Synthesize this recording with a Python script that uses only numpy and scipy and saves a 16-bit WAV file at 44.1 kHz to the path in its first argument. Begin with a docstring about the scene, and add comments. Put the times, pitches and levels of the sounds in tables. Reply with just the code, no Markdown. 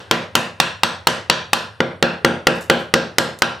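"""A quiet workshop still rings from an earlier blow: noise shaped by pitch and left to die away.
Then a mallet drives a chisel into a wooden block, about four blows a second, close to the microphone.
Each blow is a shove, fading chisel tones and a crunch of noise; bench tones and room noise ring on behind.
Halfway the chisel takes a new bite and the blows turn deeper. Later, fibres tear and chips tick as
grainy bursts of hiss. The microphone bends the loudest cracks against its ceiling."""
import sys
import numpy as np
from scipy import signal
from scipy.fft import rfft, irfft
from scipy.io import wavfile
from scipy.ndimage import uniform_filter1d

SR = 44100
rng = np.random.default_rng(int(sys.argv[2]) if len(sys.argv) > 2 else 0)


def digitize_waveform(pressure):
    """Quantize a signal to 16-bit integers and store it at the path in sys.argv[1].

    Rows of a 2-D input are taken as channels; values are limited to [-1, 1].
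    """
    field = np.atleast_2d(pressure).T
    bounded = np.clip(field, -1, 1)
    quanta = np.round(bounded * 32767).astype(np.int16)
    wavfile.write(sys.argv[1], SR, quanta)


N = 158760

# steady workshop background: (frequency [Hz], relative level [dB])
BACKGROUND_SPECTRUM = [(20, -9.5), (50, -30), (75, 20.5), (105, 24.5), (200, -13.5), (500, -11.5),
                       (1500, -63), (4000, -43), (9000, -21.5), (16000, -43)]
# how alike the two channels of a noise are: (frequency [Hz], likeness [0 to 1])
CHANNEL_LIKENESS = [(60, .93), (250, 0.93), (640, 0.84), (1400, 0.39), (3100, 0.75), (6800, 1), (15000, 1)]
# workshop reverberation: (frequency [Hz], relative level [dB])
ROOM_SPECTRUM = [(30, -63.5), (75, -8.5), (130, -4), (210, -3), (290, -6.5), (420, -2), (520, 0.5),
                 (660, -4.5), (820, -5.5), (1180, -7), (1550, -3), (1950, -8), (2220, -13), (2600, -8),
                 (2950, -9.5), (3550, -10.5), (4250, -13.5), (5300, -19), (5800, -19), (6600, -25.5),
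                 (7300, -25), (8700, -28), (10400, -37), (12000, -34), (16000, -64)]
# basic fading of the room: (frequency [Hz], time to fall by 60 dB [s])
ROOM_FADE = [(60, 1), (250, 0.72), (1000, 0.77), (3000, 0.61), (6000, 0.52), (14000, 0.28)]
# tearing fibres and chips: (time [s], level [dB], time to fade to 37 % [s])
CHIP_EVENTS = [(2.553, -46, 0.037), (2.609, -38.5, 0.036), (2.79, -49, 0.043), (3.387, -37.5, 0.011)]
# hiss of tearing fibres: (frequency [Hz], relative level [dB])
CHIP_SPECTRUM = [(500, -28), (4000, 0), (7200, 4.5), (9500, 0), (12500, -1), (16000, -21)]
# bench and workshop tones, before the sustain factor: (frequency [Hz], relative level in first bite [dB],
# relative level in second bite [dB], time to fall by 60 dB [s])
BENCH_TONES = [(138, -9, -7, .6), (172, -3, -2, .6), (235, 3, 4, .3), (347, -3, -1, .36),
               (398, -10, -9, .42), (466, -4, -2, .3), (529, -2, 4, .3), (549, -4, -4, .45),
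               (618, -5, -4, .42), (704, -9, -7, .4), (806, -9, -3, .44), (936, -5, -8, .36),
               (967, -8, -9, .35), (1002, -2, -6, .43), (1037, -5, -11, .42), (1170, -7, -10, .33),
               (1311, -9, -10, .4), (1381, -2, -1, .35), (1437, -6, -7, .4), (1568, -9, -6, .33),
               (1605, -9, 0, .35), (1678, -7, -6, .33), (1900, -9, -9, .3), (2855, -8, -11, .33),
               (3185, -9, -14, .33), (4300, -16, -15, .3), (6030, -17, -21, .3)]
# strongly damped chisel and block tones, before each blow's pitch and length factors: (frequency [Hz],
# relative level in first bite [dB], relative level in second bite [dB], time to fall by 60 dB [s])
CHISEL_TONES = [(273, -25, -20, 0.031), (482, -27.5, -1.5, 0.0091), (700, -6.5, -3, 0.01),
                (864, 4, -2, 0.013), (1191, -3, -3, 0.027), (1398, -17.5, -4.5, 0.036), (1915, 1, 4.5, .01),
                (2670, 0, -26, 0.017), (2920, -8.5, -3, 0.016), (3280, -11.5, 0, 0.0067),
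                (3920, -5, -13.5, 0.019), (4430, 6, 14, 0.002), (5100, -28, -37, 0.0017)]
# crunch of the wood: (frequency [Hz], relative level [dB])
CRUNCH_SPECTRUM = [(100, -20), (700, -4), (3000, 4), (6000, 0.5), (10000, -14), (16000, -17.5)]
# mallet blows: (time [s], chisel pitch [factor], length [factor], then the strengths of
# thud [dB], knock [dB], clack [dB], crack [dB], splinter [dB])
BLOWS = [(0.1114, 1.19, 0.84, -0.2, -2, 0.1, -0.5, -0.5), (0.353, 1.16, 0.95, -2.8, -1, 0, 1, 8),
         (0.6001, 0.93, 1.23, -8, -2.5, -1, 2.8, 1.5), (0.8334, 1.02, 1.09, -8.5, -1.5, -1.7, 1.6, 0.9),
         (1.0706, 1.076, 1.2, -4, -1.5, 1, 0.4, 6), (1.2985, 1.02, 1.08, -7, -1.5, -1, 3.4, -3.2),
         (1.5318, 0.96, 1.23, -8.5, -2.5, -0.6, -1.1, 4), (1.804, 1.02, 1.15, -1, -6, -5, -13.5, -18),
         (2.026, 0.96, 1.04, 1, -1.4, -0.9, -2, -6.5), (2.247, 1, 1.3, 3.5, -1.5, 0, -6, -2.5),
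         (2.4697, 1, 1.2, 2.5, -1.4, 1, -1.9, -2.0), (2.6987, 1.01, 1.18, 3, -0.8, 1.5, -2.2, -0.8),
         (2.9389, 1.02, 1.21, 2, -2.5, 0, 1.2, -1), (3.1835, 1.03, 0.96, -0.9, -1.5, -0.3, 2, 6),
         (3.4205, 1.076, 1.14, -7, -0.5, -3, 0.2, -2.9)]
# centres of thud, knock, clack, crack and splinter: (frequency [Hz])
STRENGTH_CENTRES = [400, 1000, 2100, 4600, 10000]

BACKGROUND_DB, LINGERING_DB = -44, -19.5
ROOM_DB, ROOM_RISE_S = -18, 0.0024
ROOM_SHARED = 0.42  # part of the room's power that is the same after every blow
EARLY_DB, EARLY_S = -4, 0.011  # extra level of the first reflections, and how fast it fades
LATE_S, LATE_DB_PER_S, LATE_MAX_DB = 0.12, 74.5, 6.5  # after this age the tail sinks faster for a while
RIPPLE_DB, RIPPLE_STEP_HZ = 3, 300
BENCH_DB, BENCH_SUSTAIN = -24, 1.15  # level, and a factor on the fading times
PUSH_DB, PUSH_S = 0.5, 0.00038
CHISEL_DB, CHISEL_RISE_S = 4, 0.00092
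CHISEL_DETUNE = 0.008  # typical random pitch change, as a fraction
CRUNCH_DB, CRUNCH_PEAK_S = -5, 0.0014  # the peak time is stretched by each blow's length factor
CONTACT_S, AFTER_CONTACT_DB = 0.003, -7  # contact time before the length factor; level drop after it
BASS_HZ = 49.6  # below this all blows have the same tone
NEW_BITE_S = 1.7
LOW_CUT_HZ, HIGH_CUT_HZ = 97, 16200
CEILING, KNEE = 0.88, 2.5  # microphone ceiling and the hardness of its knee


def amp(db):
    """Turns decibels into a gain."""
    return 10 ** (np.asarray(db) / 20)


def unit(x):
    """Scales a sound to an average strength (rms) of 1."""
    return x / np.sqrt(np.mean(x ** 2) + 1e-20)


def read(points, hz):
    """Reads between the points of a table; equal musical steps are about equally wide."""
    table_hz, value = np.transpose(points)
    return np.interp(np.log(hz + 1), np.log(table_hz + 1), value)


def add(mix, start, sound):
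    """Mixes a sound in at a time in seconds, cut off at the end of the mix."""
    part = mix[:, round(start * SR):][:, :sound.shape[-1]]
    part += sound[..., :part.shape[1]]


def colour(x, points, size=4096):
    """Filters with the table's levels, without letting any sound out before its cause."""
    hz = abs(np.fft.fftfreq(size, 1 / SR))
    log_gain = np.log(amp(read(points, hz)))
    # the Hilbert transform finds the phase that makes the filter react as early as possible
    response = np.exp(np.conj(signal.hilbert(log_gain)))
    taps = np.fft.ifft(response).real[:size // 2]
    return signal.fftconvolve(x, taps[None], axes=1)[:, :x.shape[1]]


def noise(points, size):
    """Stereo noise with a given spectrum: a shared middle plus a side that differs in sign."""
    hz = np.fft.rfftfreq(size, 1 / SR)
    mid, side = rfft(rng.standard_normal((2, size))) * amp(read(points, hz))
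    like = np.clip(read(CHANNEL_LIKENESS, hz), 0, 0.995)
    mid, side = mid * np.sqrt(1 + like), side * np.sqrt(1 - like)
    return unit(irfft(np.array([mid + side, mid - side]), size))


def background():
    """The quiet of the workshop: steady noise, with its own balance of low and high."""
    return amp(BACKGROUND_DB) * noise(BACKGROUND_SPECTRUM, N)


def sag(t):
    """The late tail sinks by a few extra decibels."""
    return amp(-np.clip(LATE_DB_PER_S * (t - LATE_S), 0, LATE_MAX_DB))


def reverberation(t):
    """Dense reflections sound like noise, each band dying at its own speed."""
    hz, s, bands = signal.stft(noise(ROOM_SPECTRUM, len(t)), SR, nperseg=256)
    bands = bands * amp(-60 * s / read(ROOM_FADE, hz)[:, None])
    tail = signal.istft(bands, SR)[1][:, :len(t)]
    early = 1 + amp(EARLY_DB) * np.exp(-t / EARLY_S)
    rise = np.minimum(t / ROOM_RISE_S, 1) ** 2
    return amp(ROOM_DB) * tail * early * sag(t) * rise


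def lingering(level_db):
    """The room still rings from an earlier blow; the level is on top of the room's own."""
    return amp(level_db) * reverberation(np.arange(N) / SR)


def ripple():
    """Random ups and downs over the treble, new on each call: (frequency [Hz], level [dB])."""
    hz = np.arange(1500, 16000, RIPPLE_STEP_HZ)
    db = RIPPLE_DB * rng.standard_normal(len(hz))
    return [(1200, 0), *zip(hz, db)]


def room_after_blow(t, common):
    """Every blow's reflections are partly the same and partly new, with a new treble ripple."""
    mixed = np.sqrt(ROOM_SHARED) * common + np.sqrt(1 - ROOM_SHARED) * reverberation(t)
    return colour(mixed, ripple())


def chips():
    """Wood fibres letting go: fading hiss whose level jitters in tiny grains."""
    out, t = np.zeros((2, N)), np.arange(SR // 4) / SR
    for start, db, decay in CHIP_EVENTS:
        # averaging over 40 samples makes grains of about a millisecond
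        jitter = uniform_filter1d(rng.standard_normal(len(t)), size=40) * np.sqrt(40)
        grains = unit(amp(3.7 * jitter))
        add(out, start, amp(db) * noise(CHIP_SPECTRUM, len(t)) * grains * np.exp(-t / decay))
    return out


def bite_tones(table, start, pitch, sustain):
    """The tones the current bite wakes: (frequency [Hz], level [dB], time to fall by 60 dB [s])."""
    return [(hz * pitch, first if start < NEW_BITE_S else second, t60 * sustain)
            for hz, first, second, t60 in table]


def ring(tones, t, detune, scatter_db, spread, stagger_s=0):
    """Struck solids ring in fading tones; pitch, level, channel phase and start vary by chance."""
    out = np.zeros((2, len(t)))
    opposite = np.array([[1], [-1]])
    for hz, db, t60 in tones:
        pitch_luck, level_luck, phase_luck = rng.standard_normal(3)
        age = np.maximum(t - stagger_s * rng.random(), 0)
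        phase = 2 * np.pi * hz * (1 + detune * pitch_luck) * age
        # the channels drift apart during the first cycle
        phase = phase + spread * phase_luck * opposite * np.minimum(age * hz, 1)
        fade = np.exp(-np.log(1000) * age / t60)
        out -= amp(db + scatter_db * level_luck) * fade * np.sin(phase)
    return out


def bench_ring(t, start):
    """The bench and workshop ring on, their tones starting at slightly different moments."""
    tones = bite_tones(BENCH_TONES, start, 1, BENCH_SUSTAIN)
    tail = ring(tones, t, detune=0.0018, scatter_db=1.45, spread=0.092, stagger_s=0.013)
    return amp(BENCH_DB) * tail * sag(t)


def air_push(t):
    """The first shove of air: one quick swing and its rebound."""
    u = t / PUSH_S
    return -amp(PUSH_DB) * np.e * u * (1 - u / 2) * np.exp(-u)


def chisel_clack(t, start, pitch, length):
    """The chisel and block ring briefly because they are strongly damped."""
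    tones = bite_tones(CHISEL_TONES, start, pitch, length)
    clack = ring(tones, t, CHISEL_DETUNE, scatter_db=1, spread=0.017)
    return amp(CHISEL_DB) * clack * (1 - np.exp(-t / CHISEL_RISE_S))


def wood_crunch(t, length):
    """The wood gives way in a burst of noise that rises and fades."""
    v = t / (CRUNCH_PEAK_S * length)
    return amp(CRUNCH_DB) * noise(CRUNCH_SPECTRUM, len(t)) * np.e * v * np.exp(-v)


def edge_contact(t, length):
    """The crack is loudest while the edge is still moving, then drops."""
    stopped = (1 + np.tanh((t - CONTACT_S * length) / 0.00049)) / 2
    return amp(AFTER_CONTACT_DB * stopped)


def chopping():
    """Each blow shoves air, clacks and crunches, then bench and room ring; its strengths set the tone."""
    out, t = np.zeros((2, N)), np.arange(SR * 3 // 4) / SR
    common = reverberation(t)
    for start, pitch, length, *strength_db in BLOWS:
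        crack = chisel_clack(t, start, pitch, length) + wood_crunch(t, length)
        direct = air_push(t) + edge_contact(t, length) * crack
        blow = direct + bench_ring(t, start) + room_after_blow(t, common)
        tone = [(BASS_HZ, 0), *zip(STRENGTH_CENTRES, strength_db)]
        add(out, start, colour(blow, tone))
    return out


def scene():
    """Chopping and chips over the lingering room and the quiet of the workshop."""
    return background() + lingering(LINGERING_DB) + chips() + chopping()


def record(dry):
    """The microphone sheds deep bass and bends loud peaks; then the highest treble is cut."""
    dry = signal.lfilter(*signal.butter(1, LOW_CUT_HZ, "high", fs=SR), dry)
    clipped = dry / (1 + abs(dry / CEILING) ** (2 * KNEE)) ** (1 / (2 * KNEE))
    taps = signal.firwin(255, HIGH_CUT_HZ, window=("kaiser", 8), fs=SR)
    return signal.oaconvolve(clipped, taps[None], "same")


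dry = scene()
out = record(dry)
digitize_waveform(out)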